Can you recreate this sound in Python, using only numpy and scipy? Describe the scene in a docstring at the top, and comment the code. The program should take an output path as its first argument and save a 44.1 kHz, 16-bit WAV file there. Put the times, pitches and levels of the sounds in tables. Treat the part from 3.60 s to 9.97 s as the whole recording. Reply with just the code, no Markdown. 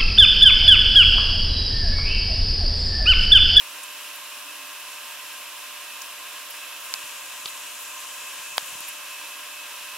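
"""Fume fan on an electronics bench

Air hisses and whistles through a fan's plastic grille over thin blade and motor tones; a low hum swells
once. A soldering iron and tweezers tick against the wiring. Midway a hand reaches to the camera: it
reflects more treble into the microphone, rubs and bumps the case, and snaps a small plastic switch."""
import sys
import numpy as np
from scipy import signal
from scipy.fft import rfft, irfft, next_fast_len
from scipy.io import wavfile
from scipy.ndimage import map_coordinates

SR = 44100
rng = np.random.default_rng(int(sys.argv[2]) if len(sys.argv) > 2 else 0)


def int16_out(signal):
    """Quantize to a 16-bit WAV file."""
    q = np.round(np.clip(np.atleast_2d(signal).T, -1, 1) * 32767)
    wavfile.write(sys.argv[1], SR, q.astype(np.int16))


N = 280917
TIME = np.arange(N) / SR
SPLIT = np.array([[.5], [-.5]])  # shares a left-right difference between the two channels


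def amp(db):
    """Decibels to linear gain."""
    return 10 ** (np.asarray(db) / 20)


def unit(x):
    """x scaled to an rms of 1."""
    return x / np.sqrt(np.mean(x ** 2) + 1e-20)


def along(points, hz):
    """A curve through (f/Hz, value) points on a log frequency axis, read at hz."""
    freqs, values = np.transpose(points)
    return np.interp(np.log(hz + 1), np.log(freqs + 1), values)


def ramp(start_s, length_s):
    """A linear fade from 0 to 1."""
    return np.clip((TIME - start_s) / length_s, 0, 1)


def wobble(rate):
    """A smooth random curve with rate knots a second."""
    return map_coordinates(rng.standard_normal(int(N * rate / SR) + 4), [TIME * rate])


def filtered(x, response):
    """x through a filter given as gain against frequency."""
    size = next_fast_len(N + SR // 2)
    return irfft(rfft(x, size) * response(np.fft.rfftfreq(size, 1 / SR)), size)[..., :N]


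def noise(colour_db):
    """Noise of rms 1 with a spectrum given in dB."""
    return unit(filtered(rng.standard_normal(N), lambda hz: amp(colour_db(hz))))


def pan(db):
    """Stereo gains that put the left channel db above the right."""
    return amp(SPLIT * db)


def add(track, start_s, sound):
    """Mix a sound into a track at start_s."""
    part = track[..., round(start_s * SR):][..., :sound.shape[-1]]
    part += sound[..., :part.shape[-1]]


def hum_swell(pitch_hz=280, waver_hz=11.6, level_db=-63.5):
    """A faint, unsteady low hum rises, holds and fades."""
    envelope = ramp(0.71, 0.16) * (1 - ramp(1.05, 0.16))
    phase = 2 * np.pi * np.cumsum(pitch_hz + waver_hz * wobble(40.3)) / SR
    return amp(level_db) * envelope * np.sqrt(2) * np.sin(phase)


def fan_tones(spread_rad=0.19):
    """Blade and motor tones waver in pitch in the uneven flow; higher ones sit wider in stereo."""
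    # blade and motor tones: f/Hz, rms level/dB, line width/Hz
    tones = [(307, -72, 3), (600, -60, 3), (721, -70, 4), (749, -69.5, 1.5), (1044, -57, 6), (1200, -60, 2),
             (1410, -67, 5), (1911, -64, 2), (2874, -56.5, 3), (3000, -62, 1.5), (3134, -64, 10),
             (3473, -62, 3), (4457, -71, 4), (4748, -66, 4), (6860, -69, 6), (8398, -71, 14)]
    out = np.zeros((2, N))
    for hz, db, width in tones:
        phase = 2 * np.pi * np.cumsum(hz + .5 * width * wobble(4 * width)) / SR
        offset = spread_rad * np.clip((hz - 1000) / 4000, 0, 1) * np.array([[1], [-1]])
        out += amp(db) * np.sqrt(2) * np.sin(phase + offset)
    return out


def grille_whistle(pitch_hz=2591, drift_hz=8, jitter_hz=4, base_db=-53, swing_db=3, phase_rad=0.4):
    """Air sings over an edge of the grille, drifting in pitch and swelling at random up to a ceiling."""
    hz = pitch_hz + drift_hz * wobble(16) + jitter_hz * wobble(70)
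    swells_db = swing_db * np.minimum(wobble(10), 1.6)
    firmer_db = 3 * ramp(4.2, 0.11)  # the whistle steps up a little and stays there
    phase = 2 * np.pi * np.cumsum(hz) / SR - phase_rad * SPLIT
    return amp(base_db + firmer_db + swells_db) * np.sqrt(2) * np.sin(phase)


def hiss_peaks_db(hz):
    """Peaks in the fan's hiss: housing resonances, plus treble ripple from nearby surfaces."""
    # resonances and ripple: f/Hz, width/Hz, lift/dB
    peaks = [(257.5, 28, 7), (297, 19, 9), (528, 72, 6.5), (706, 22, 7), (919.5, 89, 9), (1043, 124, 11),
             (1313, 70, 2.5), (1616, 117, 7), (2484, 210, 4.5), (2601, 33, 7), (2762, 210, 4.5),
             (3090, 67, 3), (3430, 150, 0.5), (4010, 250, 2.5), (4700, 160, -0.5), (5420, 200, 4.5),
             (6020, 190, 2), (7370, 140, 5), (10620, 910, 3), (12400, 530, 3)]
    return sum(db * .5 ** ((2 * (hz - centre) / width) ** 2) for centre, width, db in peaks)


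def fan_air(direct_db=-39.0, diffuse_db=-44.0, flutter_db=0.55, left_lag_s=11e-6):
    """Turbulence rings the housing and reaches the right ear first; the room returns a smoother hiss."""
    # spectrum of the air straight from the fan: f/Hz, relative level/dB
    direct_colour = [(25, -30), (100, -22), (210, -18.5), (380, -11), (620, -8.5), (800, -7.5), (1200, 1),
                     (2000, 0), (3000, 3.5), (4500, -3.5), (8000, -4.5), (12500, -5.5), (14500, -7.5),
                     (16000, -14.5)]
    # spectrum of the room's diffuse hiss: f/Hz, relative level/dB
    diffuse_colour = [(25, -27), (230, -16.5), (550, -10.5), (850, -10.5), (1100, -18.5), (1450, -10.5),
                      (1660, -22), (1800, -5), (2180, -7), (2500, -1), (2780, -4), (3000, 1), (4750, -5),
                      (5400, -3.5), (6200, -3.5), (9300, -5), (12500, -2), (14500, -7), (15800, -7)]
    # stereo balance of the air: f/Hz, left minus right/dB
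    balance = [(60, -1), (250, -1), (600, -0.9), (2500, -0.1), (5000, 0), (7500, -2.5), (10000, -2),
               (12500, -4.5), (15000, -3)]
    flutter = amp(direct_db + flutter_db * wobble(14))
    direct = flutter * noise(lambda hz: along(direct_colour, hz) + hiss_peaks_db(hz))
    direct = filtered(direct, lambda hz: np.exp(-2j * np.pi * hz * left_lag_s * SPLIT))
    diffuse = amp(diffuse_db) * noise(lambda hz: along(diffuse_colour, hz) + .15 * hiss_peaks_db(hz))
    wide = direct + np.array([diffuse, -diffuse])
    return filtered(wide, lambda hz: pan(along(balance, hz)))


def hand_reflection(arrive_s=3.12, leave_s=5.25, drift_off_s=1.5, gain_db=-41.0, side_db=4):
    """A hand throws fan hiss into the microphone as it arrives, creeps in, pulls back and drifts off."""
    # spectrum of the hiss off the hand: f/Hz, relative level/dB
    colour = [(1000, -17), (3000, -1), (4500, -20), (5300, -12), (5900, 6.5), (6400, 2), (6900, 7),
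              (7800, 5.5), (8450, 7.5), (9500, 2.5), (12500, -4), (16000, -18)]
    # phase of the reflection across the microphone ports: f/Hz, left minus right/rad
    port_phase = [(3000, .2), (7400, 0.56), (8300, 2.25), (12500, 2.1)]
    creeping = ramp(arrive_s, 0.16) * (0.55 + 0.13 * (TIME - arrive_s))
    drifting = 0.39 * np.exp(-np.maximum(TIME - leave_s, 0) / drift_off_s)
    pulled_back = ramp(leave_s, 0.18)
    nearness = (1 - pulled_back) * creeping + pulled_back * drifting
    hiss = noise(lambda hz: along(colour, hz))
    stereo_hiss = filtered(hiss, lambda hz: np.exp(1j * along(port_phase, hz) * SPLIT))
    return amp(gain_db) * nearness * pan(side_db) * stereo_hiss


def nearby_echoes(x, strength, count=10):
    """Clutter within a metre returns weak early copies, different at each ear, that ripple the treble."""
    delays_s = rng.uniform(0.00048, 0.0054, (count, 2, 1))
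    copies = lambda hz: sum(np.exp(-2j * np.pi * hz * delay) for delay in delays_s) / np.sqrt(count)
    return filtered(x, lambda hz: 1 + strength * np.clip(hz / 5000, 0, 1) ** 3 * copies(hz))


def finger_bumps(rise_cycles=0.4, side_db=2):
    """A fingertip gives the case a soft, dead thud that swells and dies within about two cycles."""
    # thuds on the case: t/s, level/dB, f/Hz
    bumps = [(3.439, -52, 150), (3.855, -47, 130), (4.792, -57, 95), (4.921, -52, 160), (4.972, -56, 55),
             (5.025, -50, 165), (5.126, -50, 135), (5.153, -46, 160), (5.206, -45, 250)]
    out, t = np.zeros(N), np.arange(SR // 8) / SR
    for start_s, db, hz in bumps:
        age = hz * t / rise_cycles
        envelope = (age * np.exp(1 - age)) ** 3
        add(out, start_s, amp(db) * envelope * np.sin(2 * np.pi * hz * t))
    return pan(side_db) * out


def ticks_and_knocks(width_octaves=0.33, grain_db=3):
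    """Brief bands of gritty noise: light ticks, short rubs and the hollow knock of the switch."""
    # ticks, rubs and switch knocks: t/s, level/dB, length/s, centre f/Hz, left minus right/dB
    bursts = [(0.237, -37, .011, 8440, -2), (0.56, -39, 0.0074, 13000, -4), (2.42, -33, 0.006, 5900, 2),
              (2.42, -39, .008, 15000, -3), (2.907, -34, .005, 13000, -3), (2.901, -46.5, 0.014, 620, -2),
              (3.207, -37, .004, 15000, 0), (3.253, -42, .03, 11500, 2), (3.343, -39, .005, 1000, 2),
              (3.858, -44, .005, 380, 2), (3.861, -39, .005, 1100, -6), (3.882, -36, .012, 3400, 1),
              (3.884, -42, 0.039, 10900, 1), (4.22, -42, .04, 12500, 1), (4.973, -33, .003, 12000, 0),
              (5.072, -42, .03, 12000, 2), (5.132, -44, .015, 11000, 2), (5.207, -29, 0.0016, 11000, 2),
              (5.23, -47, 0.033, 4500, -6), (5.288, -35.5, 0.012, 11400, -5), (5.286, -40, .012, 2400, -2)]
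    out, size = np.zeros((2, N)), SR // 4
    t = (np.arange(size) - size // 2) / SR
    hz = np.fft.rfftfreq(size, 1 / SR) + 1
    for peak_s, db, length_s, centre_hz, side_db in bursts:
        grit = rng.standard_normal((2, size)) * amp(grain_db * rng.standard_normal(size))
        band = np.exp(-.5 * (np.log2(hz / centre_hz) / width_octaves) ** 2)
        burst = unit(irfft(rfft(grit) * band, size))
        envelope = np.exp(-2 * (t / length_s) ** 2)
        add(out, peak_s + t[0], amp(db) * pan(side_db) * burst * envelope)
    return out


def switch_snaps(attack_s=50e-6, crack_hz=4600, crack_s=90e-6):
    """The switch snaps and rebounds: a one-cycle crack, then a few milliseconds of damped plastic ring."""
    # snaps and rebounds: t/s, gain/dB, hollow body/dB, sharp edge/dB, crack/dB, bass cut/Hz,
    # stereo phase/rad, left minus right/dB
    snaps = [(3.3395, -19.5, -13, 5.5, 16.5, 950, 1.95, -2), (3.3413, -28, 4, -8, -12, 1000, -0.5, -4),
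             (3.8577, -17, -18, -16, 0.5, 230, 0.26, 0), (3.8603, -22, -6, -12, -12, 300, 0.5, 1),
             (4.9802, -9.5, 6, -2, 1, 370, 0.33, -0.5), (4.9813, -15.5, -6, 4, -18, 370, 4.5, -2)]
    # modes of the plastic case: f/Hz, level/dB, t60/s
    case_modes = [(556, -8.5, 0.0054), (920, -1.5, 0.0052), (1700, -7, 0.0059), (2200, -11, 0.0078),
                  (3320, 2, 0.0054), (3840, -1, 0.0057), (4640, -6.5, 0.011), (5230, -7.5, 0.0091),
                  (6900, -11, .005), (8340, -15.5, 0.0058), (10100, -4, 0.004), (11750, -8, 0.004),
                  (13200, -16, .003), (15000, -11, .004)]
    out, t = np.zeros((2, N)), np.arange(SR // 20) / SR
    for start_s, db, body_db, edge_db, crack_db, cut_hz, phase_rad, side_db in snaps:
        colour = [(1700, body_db), (3000, 0), (5000, 0), (8000, edge_db)]
        offset = phase_rad * SPLIT
        ring = np.zeros((2, t.size))
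        for k, (hz, mode_db, t60) in enumerate(case_modes):
            decay = amp(mode_db + along(colour, hz) - 60 * t / t60)
            ring += (-1) ** k * decay * np.sin(2 * np.pi * hz * t + offset)
        ring *= 1 - np.exp(-t / attack_s)
        from_peak = t - 2 * crack_s
        pulse = amp(crack_db) * np.exp(-(from_peak / crack_s) ** 2)
        crack = pulse * np.sin(2 * np.pi * crack_hz * from_peak + offset)
        # so small a part radiates little bass
        bass_cut = signal.butter(2, cut_hz, "high", fs=SR, output="sos")
        add(out, start_s, amp(db) * pan(side_db) * signal.sosfilt(bass_cut, crack + ring))
    return out


def scene():
    """The fan's bed of hiss and tones, with close snaps, ticks and bumps on top."""
    hiss = nearby_echoes(fan_air() + hand_reflection(), strength=0.32)
    bed = hiss + fan_tones() + grille_whistle() + hum_swell()
    return bed + switch_snaps() + ticks_and_knocks() + finger_bumps()


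def record(dry, top_hz=15870):
    """The camera's band limit cuts off the highest treble."""
    return filtered(dry, lambda hz: hz < top_hz)


dry = scene()
out = record(dry)
int16_out(out)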